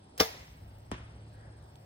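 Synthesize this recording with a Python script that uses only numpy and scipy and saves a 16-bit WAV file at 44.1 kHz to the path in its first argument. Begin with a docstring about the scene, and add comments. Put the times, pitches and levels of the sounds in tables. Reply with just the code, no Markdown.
"""A compound bow is shot on a lawn. Throughout, filtered noise and a wavering low tone give the hum of
distant traffic, and throbbing narrow noise bands give insects. The trigger ticks, the string's noise swells
as it rushes forward, and its blows crack and set the damped modes of limbs and cams ringing, while trees and
buildings scatter the bang as decaying noise. The arrow hisses away and lands in a far target with a smack,
a thud of falling pitch and a ringing body. A microphone with two ports hears it all."""
import sys
import numpy as np
from scipy import signal
from scipy.fft import rfft, irfft
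from scipy.io import wavfile
from scipy.ndimage import uniform_filter1d

SR = 44100
rng = np.random.default_rng(int(sys.argv[2]) if len(sys.argv) > 2 else 0)


def dump_mix(stems):
    """Bounce the given channels to the path in sys.argv[1] as a 16-bit WAV at rate SR."""
    frames = np.atleast_2d(stems).T  # one column per channel
    limited = np.clip(frames, -1, 1)  # hard clip at full scale
    pcm = np.round(limited * 32767).astype(np.int16)
    wavfile.write(sys.argv[1], SR, pcm)


N = 81585

# Spectrum of the outdoor floor: f/Hz, relative level/dB
FLOOR_COLOUR = [(25, -8), (40, -7.5), (65, 2.5), (145, -7), (250, -13.5), (700, -19.5), (880, -22.5),
                (1050, -28), (1700, -33), (2400, -37), (4200, -33), (6500, -43.5), (8600, -37),
                (9100, -64.5), (16000, -66)]
# Level changes of the floor's bass and middle: t/s, bass level/dB, middle level/dB
FLOOR_SWELL = [(0, -5.5, -3), (.3, -5, 3), (.5, 1, -3), (0.651, 1.5, -0.5), (0.851, -1.5, 0), (1.1, 0, 0),
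               (1.22, -1, -2), (1.45, -2.5, 1), (1.85, -3.5, -1)]
# Faint high hiss: t/s, level/dB
HIGH_HISS = [(0, -100), (.9, -94), (1, -97), (1.18, -93), (1.24, -100), (1.33, -86.5), (1.52, -100),
             (1.62, -86.5), (1.85, -82)]
# Passing road hiss: t/s, level/dB
ROAD_HISS = [(1.24, -100.5), (1.32, -77), (1.39, -72), (1.43, -69.5), (1.5, -72), (1.56, -78), (1.7, -77.5),
             (1.85, -84.5)]
# Far engine tone: t/s, f/Hz, level/dB
ENGINE_TONE = [(0, 94.52, -64.5), (.5, 97.2, -63), (0.622, 100.5, -51), (0.852, 104, -58),
               (1, 110.7, -49.5), (1.301, 109.4, -53), (1.85, 110.8, -56)]
# Steadier far motors: f/Hz, bandwidth/Hz, level/dB
MOTOR_BANDS = [(66.1, 14, -63), (146, 13, -65.5)]
# Insect bands: f/Hz, bandwidth/Hz, level/dB
INSECT_BANDS = [(8360, 380, -76), (7820, 390, -76.5), (4930, 350, -83)]
# Throbbing of each insect band: rate/(1/s), depth (0-1)
INSECT_THROBS = [(16.9, .55), (16.9, .55), (61, .6)]
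# Decay of the scatter from trees and buildings: f/Hz, t60/s
SCATTER_DECAY = [(100, 0.65), (300, 0.86), (700, 0.635), (1300, 1), (2000, 0.95), (3400, 0.84),
                 (4500, 0.66), (8000, 0.73), (15000, 0.22)]
# Spectrum of the scattered shot: f/Hz, relative level/dB
SHOT_TAIL_COLOUR = [(100, -27), (400, -2.5), (800, -1.5), (1300, -11), (2000, -6), (2900, -9), (4200, -2.5),
                    (6500, -7.5), (9000, -15), (12500, -9.5), (15500, -16)]
# Spectrum of the scattered thud: f/Hz, relative level/dB
THUD_TAIL_COLOUR = [(100, -5), (250, -10), (500, -13.5), (1200, -11), (2500, -17.5), (3300, -16),
                    (4000, -21.5), (8000, -30.5), (10500, -44), (12000, -57)]
# Microphone ports: f/Hz, sum level/dB, difference level/dB, difference phase/rad
PORT_RESPONSE = [(49.6, 0, -35.5, -3), (177, -1, -20, 5), (362, -2, -10.5, 1.2), (724, -0.5, -3, 1.1),
                 (1230, -2, -1, 0.5), (1700, -.5, -3.5, -1), (2500, -2, 0.5, -2), (3300, -2.5, -4, -1.5),
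                 (4115, -5.5, -9, -4), (5300, -3.5, -1, -4.5), (6890, -6, -8, -9.5), (7950, -11, 1.5, -4),
                 (10500, -16, 2.5, -5.5), (12460, -6, -1, -8), (13900, 1, 0, -8)]
# Ringing modes of the target body: f/Hz, level/dB, t60/s
TARGET_MODES = [(66.5, -37.5, 0.18), (112, -28.5, 0.1), (240, -38.5, 0.094), (356, -43.5, 0.19),
                (990, -42.5, 0.059)]
# Spectrum of the arrow's smack: f/Hz, relative level/dB
SMACK_COLOUR = [(100, -20), (400, -29), (1200, -5), (2800, -0.5), (4500, -13.5), (8000, -4.5),
                (10500, -12.5), (13000, -57), (16000, -27)]
# Trigger and hardware ticks: t/s, level/dB, centre f/Hz, quarter of the t60/s
TRIGGER_TICKS = [(0.178, -38, 9000, 0.00081), (0.1796, -23.5, 10100, 0.00021),
                 (0.1834, -35.5, 8900, 0.0021), (0.189, -44, 9000, 0.00061), (.193, -43, 4980, 0.00102),
                 (0.785, -60.5, 14500, .006), (1.757, -47, 4700, 0.00088)]
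# String slaps: t/s, length/s, f/Hz, level/dB
STRING_SNAPS = [(.2005, .0014, 3300, -12), (.2023, .002, 5300, -13)]
# Blows as string and cams hit their stops: t/s, limb ring level/dB, cam ring level/dB, crack level/dB
STOP_BLOWS = [(0.1976, -71.5, -47.5, -29), (0.2004, -40.5, -21, -16), (.2024, -39, -29.5, -16),
              (0.2043, -20, -37.5, -24), (.2068, -46.5, -39, -21), (0.2096, -32, -20, -18),
              (.2135, -42.5, -25, -27.5), (.217, -50, -41.5, -29), (.2215, -45, -40, -27),
              (.23, -47, -30.5, -33)]
# Modes of limbs, riser and cams: f/Hz, level relative to the blow/dB, t60/s
BOW_MODES = [(91, -6, .1), (202, -9.5, 0.08), (291, 3.5, 0.058), (447.5, -2.5, 0.17), (485, -0.5, 0.1),
             (633.3, -2.5, 0.096), (666, -10.5, 0.21), (748, -2.5, 0.045), (910, -13, .07),
             (1199, -4, 0.096), (1330, -8.5, 0.07), (1660, -8, 0.074), (2108, -11, .06),
             (2730, -19.5, 0.04), (3520, -11, 0.083), (4780, -15, 0.11), (5580, -4.5, 0.043)]
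# Spectrum of cracks and rush: f/Hz, relative level/dB
CRACK_COLOUR = [(100, -0.5), (500, 3.5), (950, -7), (1300, 4), (2200, -6.5), (3500, -0.5), (5300, 0),
                (6500, -5.5), (8500, -12), (11000, -15), (15000, -15)]

FLOOR_DB = -52
TYRES_HZ, TYRES_WIDTH_HZ = 1642, 840
NEAR_T60_S, LATE_DB = 0.24, -10  # dense early scatter, and the late part under it
SHOT_TAIL_DB, THUD_TAIL_DB = -28, -40.5
THUD_NEAR_DB = -2.5  # the far target gets less early scatter
SHOT_GAP_HZ, FAR_GAP_HZ = (7750, 12000), (8750, 12400)  # treble bands where the sum is silent
THUD_S, THUD_DB, THUD_LENGTH_S = .916, -26.5, 0.0092
THUD_TOP_HZ, THUD_DROP_S = 2070, .00055  # starting pitch, and the time in which it halves
BODY_LAG_S = .0095  # the body swings back after the face has given
SMACK_DB, SMACK_T60_S = -33.5, 0.0095
FLIGHT_DB, FLIGHT_T60_S, FLIGHT_HZ, FLIGHT_WIDTH_HZ = -66.5, 2.2, 13350, 5000
RUSH_S, RUSH_END_S, RUSH_DB, RUSH_RISE_DB = .177, .2, -52, 26  # string and arrow speeding up
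CRACK_T60_S = .016
CAM_HZ = 2000  # modes above this belong to the cams
LOW_HZ, EDGE_HZ = 40, 16500  # microphone bass roll-off, upper band limit


def gain_of(db):
    """Logarithmic level: 20 dB is a factor of ten in amplitude."""
    return 10 ** (np.asarray(db) / 20)


def evened(x):
    """Normalisation of mean power: the rms becomes 1."""
    return x / np.sqrt(np.mean(x ** 2) + 1e-20)


def read(points, hz):
    """Interpolation of table columns along a logarithmic frequency axis."""
    f, *columns = np.transpose(points)
    return np.squeeze([np.interp(np.log(hz + 1), np.log(f + 1), c) for c in columns])


def over_time(points, t):
    """Linear interpolation of a two-column table in time."""
    return np.interp(t, *np.transpose(points))


def shaped(x, gain):
    """Linear filtering: the spectrum is multiplied by a function of frequency."""
    spectrum = rfft(x) * gain(np.fft.rfftfreq(x.shape[-1], 1 / SR))
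    return irfft(spectrum, x.shape[-1])


def hiss(colour):
    """Coloured noise: white noise weighted by a spectrum, at rms 1."""
    return evened(shaped(rng.standard_normal(N), lambda hz: gain_of(read(colour, hz))))


def band(hz, width_hz):
    """Band-limited noise: white noise through a smooth band-pass, at rms 1."""
    white = rng.standard_normal(N)
    return evened(shaped(white, lambda f: 1 / (1 + ((f - hz) / (width_hz / 2)) ** 4)))


def slow(rate):
    """Random modulation: sines of chance phase up to the given rate in Hz, at rms 1."""
    t = np.arange(N) / SR
    rates = np.geomspace(rate / 10, rate, 20)
    return evened(sum(np.sin(2 * np.pi * (f * t + rng.random())) / np.sqrt(f) for f in rates))


def dying(s, db, t60):
    """Exponential decay: a sudden start, then a fall of 60 dB in each t60."""
    t = np.arange(N) / SR - s
    return (t >= 0) * gain_of(db - 60 * np.abs(t) / t60)


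def ring(s, hz, db, t60):
    """Damped free vibration: one struck mode, growing over its first half cycle."""
    t = np.arange(N) / SR - s
    onset = np.clip(t * hz * 2, 0, 1)
    return dying(s, db, t60) * np.sin(2 * np.pi * hz * t) * onset


def air():
    """Superposed random noise: a patchy floor with changing bass and middle, road hiss and high hiss."""
    t = np.arange(N) / SR
    hz, frames, z = signal.stft(hiss(FLOOR_COLOUR), SR, nperseg=1024)
    patches = rng.standard_normal(z.shape)
    patches = evened(uniform_filter1d(uniform_filter1d(patches, 10, 0), 10, 1))
    s, low_db, middle_db = np.transpose(FLOOR_SWELL)
    low = 1 / (1 + (hz[:, None] / 200) ** 4)
    middle = (1 - low) / (1 + (hz[:, None] / 2500) ** 4)
    swell_db = low * np.interp(frames, s, low_db) + middle * np.interp(frames, s, middle_db)
    patch_db = 1.78 * patches * (1 - 0.79 * low)  # the bass is smoother
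    floor = signal.istft(z * gain_of(FLOOR_DB + patch_db + swell_db), SR, nperseg=1024)[1][:N]
    high = band(14300, 2600) * gain_of(over_time(HIGH_HISS, t))
    tyres = band(TYRES_HZ, TYRES_WIDTH_HZ) + 0.72 * band(TYRES_HZ, TYRES_WIDTH_HZ / 5)
    return floor + high + tyres * gain_of(over_time(ROAD_HISS, t))


def engine():
    """Frequency modulation: phase sums a wavering pitch; narrow noise bands add steadier motors."""
    t = np.arange(N) / SR
    s, hz, db = np.transpose(ENGINE_TONE)
    turns = np.cumsum(np.interp(t, s, hz) + .8 * slow(7.3)) / SR
    level = gain_of(np.interp(t, s, db) + 1.4 * slow(6.7))
    tone = np.sqrt(2) * np.sin(2 * np.pi * turns) * level
    return tone + sum(gain_of(d) * band(f, w) for f, w, d in MOTOR_BANDS)


def insects():
    """Amplitude modulation: each narrow noise band throbs with a cosine."""
    t = np.arange(N) / SR
    chorus = 0
    for (hz, width_hz, db), (rate, depth) in zip(INSECT_BANDS, INSECT_THROBS):
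        throb = 1 + depth * np.cos(2 * np.pi * rate * (t - 1.165))
        chorus = chorus + gain_of(db) * band(hz, width_hz) * throb
    return chorus


def yard(s, db, colour, near_db=0):
    """Multiple scattering: lumpy early noise, and a late part decaying at its own rate in each band."""
    hz, frames, z = signal.stft(hiss(colour), SR, nperseg=128)
    lumps = uniform_filter1d(rng.standard_normal(z.shape), size=5, axis=0)
    lumps = evened(uniform_filter1d(lumps, size=8, axis=1))
    late_db = 1.8 * lumps + LATE_DB - 60 * frames / read(SCATTER_DECAY, hz)[:, None]
    late = signal.istft(z * gain_of(late_db), SR, nperseg=128)[1][:N]
    t = np.arange(N) / SR
    near = hiss(colour) * gain_of(near_db + 2. * slow(150.) - 60 * t / NEAR_T60_S)
    tail = gain_of(db) * (late + near) * np.minimum(t / 0.0024, 1)
    return np.pad(tail, (round(s * SR), 0))[:N]


def target():
    """Impact: a noise smack, a thud whose pitch drops as the face gives, then modes of the body."""
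    t = np.maximum(np.arange(N) / SR - THUD_S, 0)
    hz = THUD_TOP_HZ / (1 + t / THUD_DROP_S)
    u = t / THUD_LENGTH_S
    envelope = np.maximum(.65 + .5 * u - 1.15 * u ** 8, 0)
    thud = np.sin(2 * np.pi * np.cumsum(hz * (t > 0)) / SR) * gain_of(THUD_DB) * envelope
    body = sum(ring(THUD_S + BODY_LAG_S, *mode) for mode in TARGET_MODES)
    smack = hiss(SMACK_COLOUR) * dying(THUD_S - .0003, SMACK_DB, SMACK_T60_S)
    return thud + body + smack


def flight():
    """Flow noise: the vanes hiss, fading as the arrow flies off, until it lands."""
    fading = dying(RUSH_END_S, FLIGHT_DB, FLIGHT_T60_S)
    return band(FLIGHT_HZ, FLIGHT_WIDTH_HZ) * fading * (np.arange(N) / SR < THUD_S)


def ticks():
    """Impulsive excitation: short bursts of wide-band noise from trigger and hardware."""
    return sum(band(hz, hz * 1.4) * dying(s, db, 4 * length) for s, db, hz, length in TRIGGER_TICKS)


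def snap(s, length, hz, db):
    """Brief forced vibration: the string slaps its stop in a squeak that swells and is choked."""
    u = (np.arange(N) / SR - s) / length
    swell = np.abs(np.sin(np.pi * np.clip(u, 0, 1))) ** .5
    return gain_of(db) * swell * np.sin(2 * np.pi * hz * length * u)


def bow():
    """Modal excitation: the string's rush ends in blows that crack and ring limbs and cams."""
    t = np.arange(N) / SR
    u = (t - RUSH_S) / (RUSH_END_S - RUSH_S)
    rush = (u > 0) * (u < 1) * gain_of(RUSH_DB + RUSH_RISE_DB * np.clip(u, 0, 1) ** 4.5)
    # the powers of overlapping cracks add
    cracks = np.sqrt(sum(dying(s, db, CRACK_T60_S) ** 2 for s, _, _, db in STOP_BLOWS))
    noise = shaped((rush + cracks) * hiss(CRACK_COLOUR), lambda hz: hz ** 2 / (hz ** 2 + 250 ** 2))
    ringing = 0
    for s, limb_db, cam_db, _ in STOP_BLOWS:
        for hz, db, t60 in BOW_MODES:
            blow_db = cam_db if hz > CAM_HZ else limb_db
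            ringing = ringing + ring(s, hz, db + blow_db, t60)
    return noise + ringing


def ports(direct, scattered, gap_hz):
    """Sum and difference of two channels; in gap_hz, if given, the sum is silent."""
    a, b = scattered(), scattered()  # independent scatter widens the difference

    def side_gain(hz):
        """Complex response: level and phase of the difference."""
        _, side_db, phase = read(PORT_RESPONSE, hz)
        return gain_of(side_db) * np.exp(1j * phase)

    mid = shaped(direct + a, lambda hz: gain_of(read(PORT_RESPONSE, hz)[0]))
    side = shaped(direct + .5 * a + 1.29 * b, side_gain)
    if gap_hz:
        band_stop = signal.firwin(255, gap_hz, window=("kaiser", 6), fs=SR)
        mid = signal.oaconvolve(mid, band_stop, "same")
    return np.array([mid + side, mid - side])


def scene():
    """Superposition: the shot, the far sounds and floor, and ticks and target without a gap."""
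    shot = ports(bow() + sum(snap(*row) for row in STRING_SNAPS) + flight(),
                 lambda: yard(RUSH_END_S, SHOT_TAIL_DB, SHOT_TAIL_COLOUR), SHOT_GAP_HZ)
    far = ports(engine() + insects(),
                lambda: air() + yard(THUD_S, THUD_TAIL_DB, THUD_TAIL_COLOUR, THUD_NEAR_DB), FAR_GAP_HZ)
    sharp = ports(ticks() + target(), lambda: 0, None)
    return shot + far + sharp


def record(dry):
    """Band limitation: the microphone's bass roll-off and an upper edge."""
    low = signal.sosfilt(signal.butter(3, LOW_HZ, "high", fs=SR, output="sos"), dry)
    edge = signal.firwin(511, EDGE_HZ, window=("kaiser", 9), fs=SR)
    return signal.oaconvolve(low, edge[None], "same")


dry = scene()
out = record(dry)
dump_mix(out)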